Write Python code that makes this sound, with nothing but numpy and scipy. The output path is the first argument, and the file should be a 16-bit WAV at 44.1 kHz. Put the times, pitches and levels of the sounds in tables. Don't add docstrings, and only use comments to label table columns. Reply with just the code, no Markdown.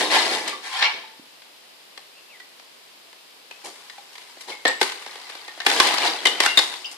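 import sys
import numpy as np
from scipy import signal
from scipy.fft import rfft, irfft
from scipy.io import wavfile
from scipy.ndimage import uniform_filter1d

SR = 44100
rng = np.random.default_rng(int(sys.argv[2]) if len(sys.argv) > 2 else 0)


def int16_out(signal):
    q = np.round(np.clip(np.atleast_2d(signal).T, -1, 1) * 32767)
    wavfile.write(sys.argv[1], SR, q.astype(np.int16))


N = 307377
TIME = np.arange(N) / SR


def from_db(db):
    return 10 ** (np.asarray(db) / 20)


def rms_one(x):
    return x / np.sqrt(np.mean(x ** 2) + 1e-20)


def at_hz(points, hz):
    point_hz, level_db = np.array(points).T
    return np.interp(np.log(hz + 1), np.log(point_hz), level_db)


def response(points, size=4096):
    hz = np.arange(size // 2 + 1) * SR / size
    cepstrum = irfft(np.log(from_db(at_hz(points, hz))))
    cepstrum[1:size // 2] *= 2
    cepstrum[size // 2 + 1:] = 0
    return irfft(np.exp(rfft(cepstrum)))


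def through(x, impulse):
    return signal.fftconvolve(x, np.atleast_2d(impulse), axes=1)[:, :N]


def add(out, start_s, sound):
    at = int(np.clip(start_s * SR, 0, N - 1))
    out[:, at:at + sound.shape[1]] += sound[:, :N - at]


def contacts(per_s, spread_db, size, port_lag_s=.00015):
    count = max(int(per_s * size / SR), 1)
    at = rng.integers(0, size, count)
    uneven_db = spread_db * np.minimum(rng.exponential(1, count), 4)
    force = from_db(uneven_db) * rng.choice([-1, 1], count)
    lag = np.round(rng.normal(0, port_lag_s * SR, count)).astype(int)
    lagged = np.clip(at + lag, 0, size - 1)
    return rms_one(np.array([np.bincount(at, force, size), np.bincount(lagged, force, size)]))


def size_responses(lowest_hz):
    # hz, level_db (per Hz)
    rubble = [(40, -41), (120, -34.5), (210, -15.5), (400, -5.5), (620, -6), (790, 4.5), (1080, 4.5),
              (1350, -1), (2050, 5.5), (2500, 1.5), (4300, 2), (5400, -3.5), (6200, -5), (10000, -8),
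              (14500, -25)]
    size_edges_hz = (600, 5500, 16000)
    edges = (lowest_hz, *size_edges_hz)
    responses = []
    for band in zip(edges, edges[1:]):
        band_filter = signal.butter(3, band, "band", fs=SR, output="sos")
        shaped = signal.sosfilt(band_filter, response(rubble))
        responses.append(shaped / np.linalg.norm(shaped))
    return responses


def fragments(per_s, spread_db, cycles, ring_share, count=36):
    rings = 0
    for hz in np.geomspace(300, 5400, count) * rng.uniform(.96, 1.04, count):
        radius = from_db(-60 * hz / (cycles * SR))
        angle = 2 * np.pi * hz / SR
        resonator = [1, -2 * radius * np.cos(angle), radius ** 2]
        strikes = contacts(per_s / count, spread_db, N) + 1e-18
        ring = signal.lfilter([1, 0, -1], resonator, strikes)
        rings = rings + rms_one(ring) * np.sqrt(hz)
    clicks = contacts(2 * per_s, spread_db, N)
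    return np.sqrt(ring_share) * rms_one(rings) + np.sqrt(1 - ring_share) * clicks


def tumbling(stream, per_s, knock_s, depth):
    knocks = np.abs(contacts(per_s, 2.5, N)[0])
    bursts = signal.lfilter([1], [1, -np.exp(-1 / (knock_s * SR))], knocks + 1e-18)
    return stream * (1 + depth * rms_one(bursts))


def slide(rows, stream, sizes):
    power = np.zeros((3, N))
    for start_s, chips_db, rise_s, fade_db_per_s, lumps_db, grit_db in rows:
        swell = np.sin(np.pi / 2 * np.clip((TIME - start_s) / rise_s, 0, 1))
        draining_s = np.maximum(TIME - start_s - rise_s, 0)
        flow = swell * from_db(chips_db - fade_db_per_s * draining_s)
        power += np.outer(from_db([lumps_db, 0, grit_db]) ** 2, flow ** 2)
    return sum(np.sqrt(p) * rms_one(through(stream, h)) for p, h in zip(power, sizes))


def near_slide(sizes):
    # start_s, chips_peak_db, rise_s, fade_db_per_s, lumps_db, grit_db
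    loads = [(3.45, -48.5, 0.33, 16, -16, -4), (3.638, -37, 0.02, 235, -0.5, -1),
             (4.10, -49.5, .035, 6.2, -26, -4.5), (4.405, -44, 0.0091, 270, -18, 1.5),
             (4.467, -33, 0.039, 210, -5.5, -9), (4.663, -22, 0.015, 220, -19, -14),
             (4.79, -30.5, .05, 100, -25, -6), (4.90, -41.5, 0.15, 4.1, -14, -9),
             (5.645, -23, 0.087, 46, -7.5, -6.5), (5.73, -19.5, .15, 74, -9, -11.5),
             (5.977, -19.5, 0.096, 135, -8, -12), (6.18, -31, 0.13, 40, -5.5, -12),
             (6.408, -22, .04, 150, -24, -12), (6.55, -29.5, 0.033, 63.5, -11, -5),
             (6.911, -47, 0.0042, 350, -14.5, 7.5)]
    pieces = fragments(per_s=1800, spread_db=3.0, cycles=83, ring_share=0.21)
    stream = tumbling(pieces, per_s=80, knock_s=.006, depth=0.18)
    return from_db(-0.23) * slide(loads, stream, sizes)


def far_slide(sizes):
    # start_s, chips_peak_db, rise_s, fade_db_per_s, lumps_db, grit_db
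    loads = [(-.02, -22, 0.018, 62, -2, -6.5), (.094, -14.5, .06, 97, -12.5, -11.5),
             (.195, -26.5, 0.071, 64, -3.5, -6), (.293, -24.5, 0.035, 106, -5.5, -8.5),
             (.447, -28, 0.039, 163, -12, -16), (.615, -34, 0.063, 70, -20, -7),
             (.693, -25, 0.11, 146, -26, -12.5), (.803, -16, 0.036, 237, -26, -25.5),
             (.922, -36, 0.025, 93, -9, -22)]
    # hz, level_db
    behind_wall = [(100, 0), (250, 3), (480, 1), (700, 1), (1050, -0.5), (1330, -2.5), (1650, 2.5),
                   (2400, 0.5), (3500, 0.5), (6000, -1.5), (10400, -2), (13400, -5)]
    pieces = fragments(per_s=2600, spread_db=3.0, cycles=225, ring_share=0.22)
    stream = tumbling(pieces, per_s=62, knock_s=0.0094, depth=0.08)
    return from_db(-0.17) * slide(loads, through(stream, response(behind_wall)), sizes)


def knock(body, t60, count=12, size=2048):
    t = np.arange(size) / SR
    hz = np.geomspace(1600, 9000, count)[:, None] * rng.uniform(0.918, 1.0, (count, 1))
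    modes = np.cos(2 * np.pi * hz * t) * from_db(-60 * t * np.sqrt(hz / hz.mean()) / t60)
    return signal.unit_impulse(size) + body * modes.sum(axis=0)


def impacts(rows, sizes, crumbs_db, crumbs_t60, contacts_per_s, size=16384):
    t, out = np.arange(size) / SR, np.zeros((2, N))
    for start_s, crack_db, thud_db, grit_db, crush_s in rows:
        pressure = np.exp(-(t / crush_s) ** 4)
        hard_contacts = contacts(contacts_per_s, 1.5, size) * pressure
        crush = through(hard_contacts, knock(body=0.011, t60=0.038))[:, :size]
        crumbs = contacts(3200, 2.8, size) * from_db(crumbs_db - 60 * t / crumbs_t60)
        for h, db in zip(sizes, (thud_db, 0, grit_db)):
            crack = through(crush, h)
            crack *= np.linalg.norm(pressure) * np.sqrt(2) / np.linalg.norm(crack)
            add(out, start_s, from_db(crack_db + db) * (crack + through(crumbs, h)))
    return out


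def landings(sizes):
    # start_s, crack_db, thud_db, grit_db, second_edge_db
    blows = [(0.010, -18, -9, -16, -10), (0.478, -27.5, -15.5, 0.5, -7), (0.824, -14, -20.5, -27, -6),
             (4.652, -13, -2, -17.5, -11), (4.813, -10.5, -11, -9.5, -5.5), (5.602, -23.5, -23, -16.5, -7),
             (5.664, -7, -13, -10.5, -27), (5.699, -17.5, -12, -15, 1.5), (5.800, -5, -17, -8.5, -21),
             (5.872, -19, -10.5, -5.5, -10), (5.982, -17.2, -17, -11, -13), (6.254, -12.5, -10, -7, -1.5),
             (6.402, -8.5, -12, -9.5, -19), (6.435, -19, -25, -7, -5), (6.460, -13, -14, -5.5, -24),
             (6.574, -10, -13, -8, -1.5)]
    crush_s, second_edge_s = 0.0072, .0145
    rows = []
    for start_s, crack_db, thud_db, grit_db, second_edge_db in blows:
        rows.append((start_s, crack_db, thud_db, grit_db, crush_s))
        rows.append((start_s + second_edge_s, crack_db + second_edge_db, thud_db, grit_db, crush_s))
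    return from_db(-1.38) * impacts(rows, sizes, crumbs_db=-12.5, crumbs_t60=0.28, contacts_per_s=3600)


def small_knocks(sizes):
    # start_s, crack_db, thud_db
    taps = [(1.42, -43, -22), (1.976, -32.5, -13.5), (2.400, -41, -22), (2.596, -41, -12.5),
            (3.129, -43, -12), (3.51, -34.5, -10), (3.897, -34.5, -23), (3.981, -39.5, -16),
            (4.154, -37.5, -24), (4.179, -34.5, -19), (4.369, -45.5, 2.5), (4.409, -38, -22),
            (4.895, -28.5, -21), (4.920, -27, -30), (5.062, -31, -5), (5.156, -34.5, -6),
            (5.298, -31.5, -11), (5.352, -33, -9), (5.480, -32, -10), (5.575, -39, -0.5), (6.738, -28, -18),
            (6.914, -41, -15.5)]
    crush_s, grit_db = 0.0058, -12
    rows = [(start_s, crack_db, thud_db, grit_db, crush_s) for start_s, crack_db, thud_db in taps]
    return from_db(-0.9) * impacts(rows, sizes, crumbs_db=-14, crumbs_t60=0.28, contacts_per_s=3600)


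def clinks(rattle=0.64, port_phase=0.00087, size=16384):
    # start_s, pitch_hz, peak_db, t60_s
    struck = [(0.005, 1930, -24, 0.13), (0.166, 887, -14, 0.047), (0.524, 1153, -31.5, 0.22),
              (0.748, 780, -32, .14), (0.845, 2270, -18, 0.26), (0.859, 2800, -18, 0.089),
              (1.035, 883, -45, 0.3), (1.195, 295, -34, 0.013), (2.402, 1960, -39, 0.12),
              (3.511, 2560, -40, 0.16), (3.897, 1915, -42, 0.13), (3.981, 805, -34.5, 0.051),
              (4.519, 2163, -35.5, 0.3), (4.652, 1835, -13, 0.18), (4.679, 7740, -18, 0.019),
              (4.684, 514, -20.5, 0.043), (4.813, 854, -11.5, 0.027), (4.816, 393, -18, 0.044),
              (5.481, 1836, -35, 0.11), (5.602, 1800, -37, .27), (5.802, 1070, -11, 0.045),
              (6.255, 2048, -8.5, 0.046), (6.255, 3052, -16, 0.23), (6.269, 3690, -11, 0.031),
              (6.461, 1490, -14.5, 0.06), (6.461, 2770, -22.5, 0.37), (6.482, 2090, -22, 0.17),
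              (6.573, 3708, -5, 0.087), (6.589, 2073, -23, .15), (6.591, 4460, -12.5, .044),
              (6.844, 2780, -30, 0.14), (6.845, 3060, -30.5, 0.15), (6.856, 4950, -32, 0.091)]
    # pitch_multiple, level_db
    brick_modes = [(0.951, -3), (0.999, 2), (1.02, -0.5), (1.179, -9), (1.882, -12), (2.36, -19)]
    t, out = np.arange(size) / SR, np.zeros((2, N))
    for start_s, pitch_hz, peak_db, t60_s in struck:
        touches = contacts(900, 1.8, size) * from_db(-60 * t / t60_s)
        touches *= rattle * np.sqrt(2) / np.linalg.norm(touches)
        touches[:, 0] += 1
        ring = 0
        for multiple, mode_db in brick_modes:
            port_shift = rng.normal(0, min(port_phase * pitch_hz, 1)) * np.array([[.5], [-.5]])
            phase = 2 * np.pi * pitch_hz * multiple * t + port_shift + rng.uniform(0, 2 * np.pi)
            ring = ring + from_db(mode_db - 60 * t * multiple / t60_s) * np.sin(phase)
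        build_up = np.minimum(t * pitch_hz / 2, 1)
        rattling = through(touches, ring * build_up)
        strength = np.linalg.norm(from_db(peak_db - 60 * t / t60_s))
        add(out, start_s, strength * rattling / np.linalg.norm(rattling))
    high_pass = signal.butter(2, 190, "high", fs=SR, output="sos")
    return from_db(3.0) * signal.sosfilt(high_pass, out)


def bird(warble=0.0465):
    # time_s, pitch_hz, level_db
    call = [(2.13, 2520, -61), (2.19, 2750, -48), (2.26, 2565, -75), (2.305, 2690, -48.5),
            (2.364, 1970, -46.5), (2.39, 1900, -68)]
    time_s, pitch_hz, level_db = np.transpose(call)
    waver = rms_one(uniform_filter1d(rng.standard_normal(N), size=90))
    pitch = np.interp(TIME, time_s, pitch_hz) * (1 + warble * waver)
    level = np.interp(TIME, time_s, level_db, left=-120, right=-120)
    return from_db(level) * np.sin(2 * np.pi * np.cumsum(pitch) / SR)


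def yard(x, echo_db=-11, t60=0.48, first_s=.011, size=24000):
    t = np.arange(size) / SR
    decay = from_db(-60 * t / t60) * (t > first_s)
    echoes = contacts(3000, 0.78, size, port_lag_s=.0005) * decay
    return x + from_db(echo_db) * through(x, echoes / np.linalg.norm(echoes[0]))


def lean(x, amount):
    # hz, left_minus_right_db
    balance = [(200, -1.5), (1000, -0.5), (2200, -1), (3100, 6.5), (3650, 5.5), (4400, 7.5), (6500, 5),
               (8500, 5.5), (11000, 2), (14000, -1)]
    ports = []
    for side in (1, -1):
        ports.append(response([(hz, side * amount * db / 2) for hz, db in balance]))
    return through(x, ports)


def air(shared=0.3):
    # hz, level_db (per Hz)
    air_colour = [(30, -50), (90, -17), (200, -4), (400, 3), (1000, 3), (1400, -0.5), (2000, 2), (3000, 4),
                  (5000, 2), (5900, -5.5), (10000, -7), (14500, -11.5)]
    hush = rng.standard_normal((2, N)) + shared * contacts(30000, 0, N)
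    return from_db(-48.5) * rms_one(through(hush, response(air_colour)))


def scene():
    heap, single = size_responses(lowest_hz=32), size_responses(lowest_hz=246)
    slides = near_slide(heap) + far_slide(heap)
    bricks = landings(single) + small_knocks(single) + clinks()
    return lean(yard(slides + bricks + bird()), amount=0.9) + lean(air(), amount=0.35)


def record(dry):
    limited = dry / (1 + (dry / .93) ** 6) ** (1 / 6)
    low_pass = signal.ellip(10, .2, 70, 14800, fs=SR, output="sos")
    return signal.sosfilt(low_pass, limited)


dry = scene()
out = record(dry)
int16_out(out)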